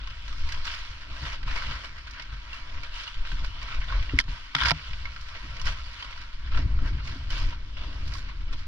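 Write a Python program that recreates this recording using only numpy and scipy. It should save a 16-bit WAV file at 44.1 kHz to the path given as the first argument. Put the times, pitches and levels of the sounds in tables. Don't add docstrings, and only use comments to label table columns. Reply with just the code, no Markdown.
import sys
import numpy as np
from scipy import signal
from scipy.fft import rfft, irfft, next_fast_len
from scipy.io import wavfile
from scipy.ndimage import uniform_filter1d

SR = 44100
rng = np.random.default_rng(int(sys.argv[2]) if len(sys.argv) > 2 else 0)


def to_wav(s):
    ch = np.atleast_2d(s).T
    pcm = np.round(np.clip(ch, -1, 1) * 32767)
    wavfile.write(sys.argv[1], SR, pcm.astype(np.int16))


N = 382347
PATHS = [0, 0, 1]


def gain_of(db):
    return 10 ** (np.asarray(db) / 20)


def unit_rms(x):
    return x / np.sqrt(np.mean(x ** 2) + 1e-20)


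def at_hz(table, hz):
    row_hz, *columns = np.transpose(table)
    return [np.interp(np.log(hz + 1), np.log(row_hz + 1), c) for c in columns]


def at_times(table, t):
    row_s, *columns = np.transpose(table)
    return [np.interp(t, row_s, c) for c in columns]


def add(mix, start_s, sound):
    part = mix[..., round(start_s * SR):][..., :sound.shape[-1]]
    part += sound[..., :part.shape[-1]]


def tilt(x, crisp_db, body_db, crisp_hz=4200, body_hz=800):
    low = signal.sosfiltfilt(signal.butter(4, body_hz, fs=SR, output="sos"), x)
    high = signal.sosfiltfilt(signal.butter(2, crisp_hz, "high", fs=SR, output="sos"), x)
    return x + (gain_of(body_db) - 1) * low + (gain_of(crisp_db) - 1) * high


def crackle(n, cracks_per_s, spread_db, hiss_db, decay_cycles, clumps_per_s, clump_gain, leaflets=12):
    sizes = gain_of(spread_db * np.minimum(rng.exponential(1, n), 4))
    impulses = sizes * (rng.random(n) < cracks_per_s / SR)
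    leaflet = rng.integers(0, leaflets, n)
    signs = rng.choice([-1., 1.], (2, n))
    t, cracks = np.arange(500) / SR, np.zeros((2, n))
    for k, hz in enumerate(np.geomspace(500, 14000, leaflets)):
        ring = np.sin(2 * np.pi * hz * t) * np.exp(-t * hz / decay_cycles)
        ring *= np.sqrt(hz) / np.linalg.norm(ring)
        cracks += signal.oaconvolve(impulses * (leaflet == k) * signs, ring[None], axes=1)[:, :n]
    hiss = gain_of(hiss_db) * rng.standard_normal((2, n))
    onsets = rng.exponential(clump_gain, n) * (rng.random(n) < clumps_per_s / SR)
    clumps = signal.lfilter([1], [1, -np.exp(-1 / (0.012 * SR))], onsets)
    return unit_rms((unit_rms(cracks) + hiss) * (1 + clumps))


def leaflet_drift(x, depth_db, bins=7, frames=14):
    spectra = signal.stft(x, nperseg=512, noverlap=384)[2]
    patches = uniform_filter1d(rng.standard_normal(spectra.shape[1:]), bins, axis=0)
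    patches = unit_rms(uniform_filter1d(patches, frames, axis=1))
    drifted = signal.istft(spectra * gain_of(depth_db * patches), nperseg=512, noverlap=384)[1]
    return unit_rms(drifted[:, :x.shape[1]])


# time_s, level_db, crisp_db, body_db, swish_db
STIR = [(0, -45, -1.5, 2, 5), (0.4, -43.5, 6.5, 0.5, 0), (1.05, -46, -3, 7, 1), (2.05, -45.5, -1.5, -3, -2),
        (2.7, -43.5, -1, 2, 0.5), (3.2, -45, 0.5, 4, 4), (3.6, -41.5, -0.5, 0.5, 0.5),
        (4.19, -41.5, 3, -3, -0.5), (4.225, -51.5, 3, 8, -1.5), (4.5, -45, 0, -18, 1.5),
        (4.8, -41.5, 1.5, 0.5, 3.5), (5.25, -43, 2.5, -3.5, -2), (5.6, -39, -0.5, 3.5, -1),
        (5.95, -41.5, 2, -2, 1), (6.38, -50, 2, 0.5, 0.5), (6.75, -44, -7, 8, -4), (7.25, -46.5, -1, 5, 1),
        (7.6, -49.5, -1, 5, -0.5), (7.76, -52.5, 4, 9, 6.5), (8.1, -44.5, 9, -1, -3.5),
        (8.67, -53.5, -12, 0, 0)]
# start_s, rise_s, hold_s, fall_s, level_db, crisp_db, body_db
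PULLS = [(0.4, 0.12, .02, 0.21, -38.5, 0.5, -1), (0.629, 0.02, 0.067, 0.31, -35.5, 3.5, -5),
         (0.99, 0.027, 0.0073, 0.028, -42.5, 2, -7), (1.066, 0.17, 0.1, 0.054, -36, 2, 2),
         (1.455, 0.027, 0.24, 0.23, -33.5, -0.5, 2), (2.128, .06, .01, 0.075, -38, -10, -9),
         (2.273, .03, .01, 0.036, -45.5, -13, 1), (2.426, 0.14, 0.0073, 0.073, -38, -0.5, -5.5),
         (2.762, 0.016, 0.0046, 0.016, -36.5, -12, -2), (2.822, 0.017, .01, 0.067, -40.5, -1, 4),
         (2.92, 0.025, 0.085, 0.028, -37.5, 3, -6), (3.047, 0.026, .01, 0.085, -39, 1, -17),
         (3.24, .02, 0.055, 0.2, -43.5, 7, -1), (3.43, 0.013, 0.0067, 0.019, -39.5, 4, 14),
         (3.573, 0.14, .01, 0.025, -34.5, -5, 1), (3.76, .012, 0.0092, 0.02, -39.5, -7, 7),
         (3.81, 0.009, 0.0075, 0.016, -36.5, -14, -23), (3.874, 0.014, 0.059, 0.12, -34, -6.5, 8),
         (4.07, 0.028, 0.011, 0.092, -39.5, -11, 10), (4.271, 0.022, 0.037, 0.19, -38.5, 1.5, -1),
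         (4.744, 0.013, 0.045, 0.17, -42.5, -1, -2), (5.055, 0.012, .01, .05, -41.5, -16, -7),
         (5.284, 0.078, .005, 0.017, -37, -8, 2), (5.646, 0.018, 0.028, 0.044, -28.5, 0.5, 0),
         (5.95, 0.022, 0.25, 0.15, -44, -3.5, -4), (6.422, 0.053, .005, 0.022, -38, -11, -10),
         (6.508, 0.012, 0.068, 0.084, -36.5, -6, 5), (6.811, 0.067, 0.0055, 0.027, -35, -3, 3),
         (6.92, .012, .005, .03, -41.5, -6, -7), (6.97, 0.026, .005, .03, -38.5, -10, -1),
         (7.019, 0.042, .02, 0.19, -39, 3.5, 2), (7.296, 0.017, 0.11, 0.092, -34.5, 3.5, 1.5),
         (7.514, .012, .005, 0.066, -43, -7, 4), (7.758, .02, 0.24, 0.21, -44.5, -3, 8.5),
         (8.133, .012, .03, 0.12, -42, 10, 4), (8.195, 0.047, 0.078, .02, -42, -12, -5),
         (8.462, .02, .01, .04, -45.5, -7, 11), (8.51, 0.022, .005, 0.036, -45, 7, 6),
         (8.56, 0.018, .01, 0.12, -44, 5, -7)]


def frond_motion(edge_db=-13.5):
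    t = np.arange(0, N / SR + .002, .001)
    stir_db, *stir_tilt_db, swish_db = at_times(STIR, t)
    power = gain_of(2 * stir_db)
    weighted_tilt = power * np.array(stir_tilt_db)
    for start_s, rise_s, hold_s, fall_s, level_db, crisp_db, body_db in PULLS:
        top_s = start_s + rise_s
        distance = np.maximum((top_s - t) / rise_s, (t - top_s - hold_s) / fall_s)
        pull_power = gain_of(2 * (level_db + edge_db * np.clip(distance, 0, 5) ** 1.23))
        power += pull_power
        weighted_tilt += np.outer([crisp_db, body_db], pull_power)
    curves = np.transpose([t, 10 * np.log10(power), *(weighted_tilt / power), swish_db])
    return at_times(curves, np.arange(N) / SR)


def rustle(swish_hz=(2500, 3900)):
    level_db, crisp_db, body_db, swish_db = frond_motion()
    cracks = crackle(N, cracks_per_s=5000, spread_db=2, hiss_db=-0.5, decay_cycles=0.55,
                     clumps_per_s=25, clump_gain=0.43)
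    cracks = leaflet_drift(cracks, depth_db=1.5)
    swish = signal.sosfiltfilt(signal.butter(2, swish_hz, "band", fs=SR, output="sos"), cracks)
    return gain_of(level_db) * (tilt(cracks, crisp_db, body_db) + (gain_of(swish_db) - 1) * swish)


def distant_leaves(level_db=-50.5):
    return gain_of(level_db) * rng.standard_normal((2, N))


# time_s, sway_db, shudder_db, hum_db
UNREST = [(0, -40, -41.5, -64.5), (0.8, -40, -46.5, -69.5), (1.4, -56, -41.5, -62.5),
          (2.0, -43.5, -45, -67.5), (2.6, -39.5, -43.5, -65.5), (3.1, -56, -46.5, -70.5),
          (3.6, -44, -39.5, -63.5), (4.2, -38, -37, -65), (4.45, -41.5, -49, -68.5), (5.0, -52, -44, -64.5),
          (5.35, -40.5, -45, -74), (5.6, -35, -34, -67), (6.0, -46.5, -47.5, -69.5),
          (6.45, -35.5, -51, -66), (7.1, -37.5, -36, -59), (7.7, -33, -37.5, -62), (8.2, -35, -37.5, -57),
          (8.67, -31.5, -39.5, -67)]
# peak_s, length_s, sway_db, shudder_db, hum_db
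JERKS = [(0.097, .1, -42, -51, -73), (0.465, 0.38, -24.5, -34, -60), (0.913, .1, -36, -41, -87),
         (1.113, 0.12, -32.5, -39, -56), (1.241, 0.089, -48, -29, -56), (1.364, 0.28, -31.5, -43, -63),
         (1.523, .15, -19.5, -43, -56), (1.695, 0.28, -30.5, -33, -56), (2.336, 0.13, -41, -32.5, -77),
         (2.772, 0.16, -27.5, -43, -58.5), (2.94, .12, -27, -48, -74), (3.204, 0.13, -25, -36.5, -69),
         (3.332, 0.15, -21, -45, -57.5), (3.435, 0.25, -24.5, -38, -60.5), (3.79, 0.18, -23.5, -31.5, -60),
         (3.986, 0.17, -20.5, -30, -58.5), (4.16, 0.094, -26.5, -28, -43), (4.307, 0.14, -29, -36, -63),
         (4.653, .1, -54, -25.5, -50), (4.715, 0.097, -41, -25, -58), (4.933, 0.095, -32, -30, -70),
         (5.047, 0.18, -37, -37, -64), (5.457, 0.063, -52, -65, -50), (5.683, 0.11, -19, -31, -52),
         (5.83, 0.11, -33, -47, -77), (6.077, 0.054, -30.5, -40, -64), (6.21, 0.07, -33.5, -40, -63),
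         (6.553, 0.08, -18.5, -31.5, -63), (6.64, 0.29, -23, -19.5, -47.5), (6.817, 0.21, -18.5, -24, -48),
         (6.941, 0.2, -40, -23.5, -48), (7.107, 0.21, -32, -34.5, -54), (7.342, 0.2, -23.5, -29, -54.5),
         (7.449, 0.19, -19.5, -32.5, -50), (7.88, 0.2, -47, -38.5, -52), (8.066, 0.18, -28.5, -29, -57),
         (8.406, 0.054, -21.5, -51, -57), (8.52, 0.17, -32.5, -38, -53.5)]


def head_motion(edge_db=-13.5):
    t = np.arange(0, N / SR + .01, .005)
    power = gain_of(2 * np.array(at_times(UNREST, t)))
    for peak_s, length_s, *levels_db in JERKS:
        bump_db = edge_db * np.minimum(2 * abs(t - peak_s) / length_s, 3) ** 1.16
        power += gain_of(2 * np.add.outer(levels_db, bump_db))
    return at_times(np.transpose([t, *(10 * np.log10(power))]), np.arange(N) / SR)


def vibration(spectrum, level_db, lump_db, side_gain, lump_hz=10.5):
    size = next_fast_len(N)
    colour = gain_of(at_hz(spectrum, np.fft.rfftfreq(size, 1 / SR))[0])
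    white = rfft(rng.standard_normal((2, size)))
    mid, side = unit_rms(irfft(colour * white, size)[:, :N])
    lumps = signal.sosfilt(signal.butter(3, lump_hz, fs=SR, output="sos"), rng.standard_normal(N))
    envelope = gain_of(level_db + lump_db * unit_rms(lumps))
    return envelope * np.array([mid + side_gain * side, mid - side_gain * side])


# freq_hz, density_db
SWAY_SPECTRUM = [(3, -7), (11, 9.5), (22, -4), (36, -1), (60, -24), (300, -83), (2000, -140)]
SHUDDER_SPECTRUM = [(15, -33), (40, 3.5), (65, -1), (97, -10.5), (146, -18), (190, -34), (450, -70),
                    (2000, -140)]
HUM_SPECTRUM = [(120, -33), (200, -3), (275, -1), (340, -7), (450, -20), (800, -54), (2000, -120)]


def head_rumble():
    sway_db, shudder_db, hum_db = head_motion()
    sway = vibration(SWAY_SPECTRUM, sway_db, lump_db=0.33, side_gain=0.045)
    shudder = vibration(SHUDDER_SPECTRUM, shudder_db, lump_db=1.08, side_gain=0.075)
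    hum = vibration(HUM_SPECTRUM, hum_db, lump_db=0.6, side_gain=0.42)
    return sway + shudder + hum


def fracture(crack_db=12.5):
    noise = rng.standard_normal((2, 2500))
    noise[:, 16] += gain_of(crack_db)
    return noise


def burst(noise, level_db, ring_hz, ring_db, crisp_db, t60_s, body_db, balance_db):
    t = np.arange(noise.shape[1]) / SR
    splinters = tilt(noise, crisp_db, body_db) * (1 + 0.75 * np.exp(-t / 0.00014))
    ring = gain_of(ring_db) * np.sin(2 * np.pi * ring_hz * t)
    envelope = gain_of(-60 * t / t60_s) * np.minimum(t / 0.00051, 1)
    path_gains = gain_of(level_db + balance_db * np.array([[.5], [-.5], [-.5]]))
    return path_gains * envelope * (splinters + ring)[PATHS]


# start_s, level_db, ring_hz, ring_db, crisp_db
SNAPS = [(0.073, -28.5, 1070, -15, -5), (0.327, -31.5, 1220, -11, -3), (0.489, -34, 1110, -14, 4),
         (0.522, -32.5, 1620, -5, 14.5), (0.652, -37.5, 1620, -7, 16), (0.7, -26.5, 1640, -12, -7),
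         (0.746, -41, 1800, -11, 16), (1.166, -43, 1580, 1, -9), (1.329, -30, 3000, -17, -1),
         (1.43, -30, 1550, -13, -4), (1.476, -37, 1050, -0.5, 3), (1.512, -26.5, 1530, -17, -15),
         (1.575, -33, 2230, -1, 8.5), (2.11, -45, 1840, -7, 18), (2.197, -28, 974, -13, -5),
         (2.222, -37.5, 2190, -3, 8.5), (2.531, -33.5, 2740, 0, 2), (2.833, -32, 2310, -8, 4),
         (3.077, -30.5, 2880, -3, 2), (3.251, -32, 1400, -15, -11), (3.317, -27, 1540, -12, -5),
         (3.446, -31, 1470, -11, 3), (3.461, -44, 1500, -14, 14), (3.628, -41, 2270, -4, 14),
         (3.683, -33, 1350, -10, -13), (3.816, -37, 1460, -19, -9), (3.884, -36, 3520, 0, -9),
         (3.901, -31, 1460, -3.5, -18), (3.923, -28, 1086, -1, -30), (4.094, -28, 2800, -6, -16),
         (4.239, -43, 1810, -7, 4), (4.281, -41, 910, -2, -8), (4.932, -26.5, 2880, -18, -29),
         (5.054, -26.5, 2160, -3.5, -10), (5.162, -28.5, 1400, -12.5, -11), (5.21, -42, 5200, -4, 12),
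         (5.567, -32, 1480, -19, 0), (5.597, -33, 2910, -8, 4), (5.614, -37.5, 1050, -5, 16.5),
         (5.655, -36.5, 5000, 3, 15), (5.665, -27, 1974, -4, 2), (6.025, -31.5, 3180, -1, -1),
         (6.044, -42, 2820, -10, -3), (6.126, -44, 2070, 3, -13), (6.177, -38, 1430, -8, 3),
         (6.215, -47, 2000, -10, 15), (6.352, -58, 2000, -12, 13), (6.519, -34.5, 1310, -10, -11),
         (6.545, -38, 1360, -4, -18), (6.574, -28, 1360, -7.5, -4), (6.788, -35, 1330, -9, -21),
         (7.074, -34.5, 2210, -10, 7), (7.304, -36.5, 3070, 0.5, 14), (7.33, -35, 1640, -2.5, 1),
         (7.378, -31, 1520, -9, 4), (7.526, -35.5, 965, -5, -16), (7.769, -35.5, 2830, -8, -3),
         (8.077, -39.5, 3860, -5, 13), (8.137, -38.5, 3930, -1, 16.5), (8.152, -40.5, 1097, 2.5, 12),
         (8.185, -46, 1500, -6, 14), (8.532, -40, 3500, -5, 7)]


def snaps():
    out = np.zeros((3, N))
    for start_s, *snap in SNAPS:
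        add(out, start_s, burst(fracture(), *snap, t60_s=0.044, body_db=-5, balance_db=-2))
    return out


# start_s, level_db, pitch_hz, upper_db, t60_s
KNOCKS = [(1.223, -33, 132, -14, 0.083), (1.461, -34, 119, -15, 0.17), (1.693, -36.5, 143, -12, 0.18),
          (2.323, -54, 127, -4, 0.09), (3.325, -32.5, 130, -15, 0.11), (3.421, -37, 144, -14.5, 0.09),
          (4.136, -18, 124, -2, 0.058), (4.191, -36, 140, -3, 0.077), (4.284, -33.5, 143, -13, 0.15),
          (4.553, -30, 140, -9, 0.17), (4.648, -30, 112, -14, 0.12), (4.715, -22, 152, -15.5, 0.12),
          (4.74, -40, 149, -12, 0.25), (5.437, -50, 145, -3, 0.09), (6.59, -28, 122, -2.5, 0.074),
          (6.638, -43, 121, -7, 0.09), (6.83, -33, 110, -2, 0.1), (7.157, -36.5, 115, -2, 0.14)]


def helmet_knocks(upper_hz=267.5, attack_s=0.0019):
    out, t = np.zeros(N), np.arange(12000) / SR
    for start_s, level_db, pitch_hz, upper_db, t60_s in KNOCKS:
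        low, upper = np.sin(2 * np.pi * np.outer([pitch_hz, upper_hz], t))
        envelope = gain_of(-60 * t / t60_s) * np.minimum(t / attack_s, 1)
        add(out, start_s, gain_of(level_db) * envelope * (low + gain_of(upper_db) * upper))
    return out


# freq_hz, width_hz, gain_db
SHELL_MODES = [(960, 250, 6), (1540, 500, 4.5), (2100, 510, -4), (3350, 530, 1.5), (4830, 380, -2),
               (9200, 720, -3)]


def shell_ring(x, direct_db):
    rings = sum(gain_of(gain_db) * signal.lfilter(*signal.iirpeak(hz, hz / width_hz, SR), x)
                for hz, width_hz, gain_db in SHELL_MODES)
    return gain_of(direct_db) * x + rings


# start_s, level_db, ring_hz, ring_db, crisp_db, t60_s, body_db, balance_db
STRIKES = [(4.188, -21, 2100, 13.5, 20, 0.017, -13, 0), (4.195, -33, 1890, -16, 17.5, 0.039, 12, 4),
           (4.201, -27.5, 1790, 6, 17, 0.019, 5, -3), (4.209, -34, 3140, 0, 14, .035, -4, 3),
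           (4.55, -8.5, 1380, -28, 2.5, 0.02, -25, 3), (4.564, -26, 1370, -4, 4, 0.031, -8, -3),
           (4.583, -26.5, 1920, -5, -3, 0.069, 0, 7), (4.604, -26, 3200, 5, -4, .022, -10, 6),
           (4.612, -24.5, 3600, -3, 3, 0.056, -4, 7), (4.62, -20, 1290, -9, -4, 0.037, 0, -1),
           (4.634, -20, 1710, -5, 6, 0.045, -22, 0), (4.648, -25, 1530, -3, -3, .045, -14, 4),
           (4.656, -12, 1270, -37, -19, 0.026, -6, -3), (4.661, -23, 960, -8, -14, .02, -10, 4),
           (4.668, -22.5, 1440, -8, -4, 0.055, -16, -2), (4.684, -22.5, 3100, -20, 13, 0.046, 0, -5),
           (4.697, -23, 1870, 2, 11, 0.026, -4, 2), (4.7075, -18.5, 960, -4, 11, 0.016, -3, -11),
           (4.715, -17, 740, 2, 7, 0.018, 14.5, -1)]


def stalk_strikes():
    out = np.zeros((3, N))
    for start_s, *strike in STRIKES:
        add(out, start_s, burst(shell_ring(fracture(), direct_db=-4.5), *strike))
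    return out


# time_s, level_db, crisp_db, body_db
SCRAPE_STROKES = [
    [(4.558, -41, -3, -2), (4.572, -37, 8, -6), (4.618, -32, 4, -25), (4.642, -29, 4, -5)],
    [(4.648, -23, 0, -2), (4.656, -27.5, 13, 4), (4.703, -32, 5, 4)],
]


def stalk_scrape():
    out = np.zeros((2, N))
    for stroke in SCRAPE_STROKES:
        t = np.arange(stroke[0][0], stroke[-1][0], 1 / SR)
        level_db, crisp_db, body_db = at_times(stroke, t)
        slips = crackle(len(t), cracks_per_s=2500, spread_db=-1, hiss_db=2, decay_cycles=1.4,
                        clumps_per_s=90, clump_gain=0.42)
        rub = tilt(unit_rms(shell_ring(slips, direct_db=-2)), crisp_db, body_db)
        add(out, t[0], gain_of(level_db) * signal.windows.tukey(len(t), .08) * rub)
    return out


# freq_hz, left_db, right_db
CASE_RESPONSE = [(398, -17, -11), (685, -3.5, -3), (755, -17.5, -10), (945, 4.5, 4), (1800, 4, 5),
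                 (3000, 4, 4.5), (3655, 0, -3), (4940, -9.5, 5.5), (5903, -8, -4.5), (6460, -15.5, -17.5),
                 (7820, -23.5, -24), (8540, -28, -34.5), (10500, -32, -32), (13300, -38, -35.5),
                 (15500, -61, -57)]
# freq_hz, width_hz, left_db, right_db
CAVITIES = [(590.0, 20.0, -1.5, -5.0), (700.0, 30.0, 0.5, 3.0), (740.0, 30.0, -3.5, 0.0),
            (880.0, 40.0, -4.5, -7.5), (1020.0, 40.0, -0.5, -5.5), (1170.0, 50.0, -1.5, -1.5),
            (1260.0, 50.0, -5.0, 0.5), (1360.0, 50.0, 2.0, 3.0), (1490.0, 180.0, 4.0, -2.0),
            (1720.0, 120.0, -3.0, -8.0), (2050.0, 80.0, -6.5, -1.0), (2270.0, 90.0, -1.5, 4.5),
            (2420.0, 100.0, -3.5, 0.5), (2680.0, 110.0, 0.0, -4.0), (3160.0, 130.0, 2.0, -1.5),
            (3410.0, 140.0, 3.5, -1.0), (3880.0, 160.0, -4.5, 4.0), (4350.0, 300.0, 4.5, 1.5),
            (4750.0, 190.0, 2.5, -5.0), (5200.0, 210.0, -0.5, -6.0), (5540.0, 220.0, -3.0, -3.5),
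            (6880.0, 280.0, -2.0, 4.0), (8990.0, 360.0, 3.5, 0.5), (9340.0, 370.0, 6.5, 3.5),
            (9820.0, 390.0, 1.0, 4.0), (12840.0, 510.0, 4.5, 0.5)]
# freq_hz, coherence, lead_rad
PORT_COUPLING = [(430, 0.64, 0.3), (560, 0.81, 0.1), (760, 0.25, 1.4), (950, 0.89, -0.8),
                 (1220, 0.38, -1.5), (1380, 0.68, 1.5), (1550, 0.92, 0.6), (1900, 0.38, 1.5),
                 (2300, 0.82, 2.2), (2500, 0.62, 2.7), (3050, 0.58, 1.4), (3250, 0.23, 3.4),
                 (3450, 0.59, 4.5), (3850, 0.47, 7.8), (4200, 0.33, 8.2), (4500, 0.63, 9.5),
                 (4950, 0.37, 9.6), (5300, 0.63, 14.3), (5750, 0.65, 14.5), (6200, 0.3, 15.0),
                 (6650, 0.34, 16.7), (7200, 0.37, 18.9), (7650, 0.4, 16.7), (9400, 0.38, 21.9),
                 (15000, 0.17, 31.4)]


def camera_case(paths, lead_in=512):
    hz = np.fft.rfftfreq(8192, 1 / SR)
    colour_db = np.array(at_hz(CASE_RESPONSE, hz))
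    for centre_hz, width_hz, *ports_db in CAVITIES:
        colour_db += np.array(ports_db)[:, None] / (1 + (2 * (hz - centre_hz) / width_hz) ** 2)
    log_gain = colour_db * np.log(10) / 20
    mirrored = np.hstack([log_gain, log_gain[:, -2:0:-1]])
    left, right = np.exp(np.conj(signal.hilbert(mirrored)))[:, :len(hz)]
    coherence, lead_rad = at_hz(PORT_COUPLING, hz)
    late_left = abs(left) * right / abs(right) * np.exp(-1j * lead_rad)
    responses = irfft([late_left, coherence * right, np.sqrt(1 - coherence ** 2) * right])
    taps = np.roll(responses, lead_in, axis=1)[:, :4096] * signal.windows.tukey(4096, .25)
    left_port, right_shared, right_own = signal.oaconvolve(paths, taps, axes=1)[:, lead_in:N + lead_in]
    return np.array([left_port, right_shared + right_own])


def scene():
    shaking = head_rumble() + helmet_knocks()
    friction = rustle() + stalk_scrape() + distant_leaves()
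    through_case = camera_case(friction[PATHS] + snaps() + stalk_strikes())
    return through_case + shaking * gain_of([[.6], [-.7]])


def record(dry, ceiling=0.85, cutoff_hz=15700):
    rounded = dry / (1 + (abs(dry) / ceiling) ** 4) ** (1 / 4)
    lowpass = signal.firwin(511, cutoff_hz, window=("kaiser", 9), fs=SR)
    return signal.oaconvolve(rounded, lowpass[None], "same")


dry = scene()
out = record(dry)
to_wav(out)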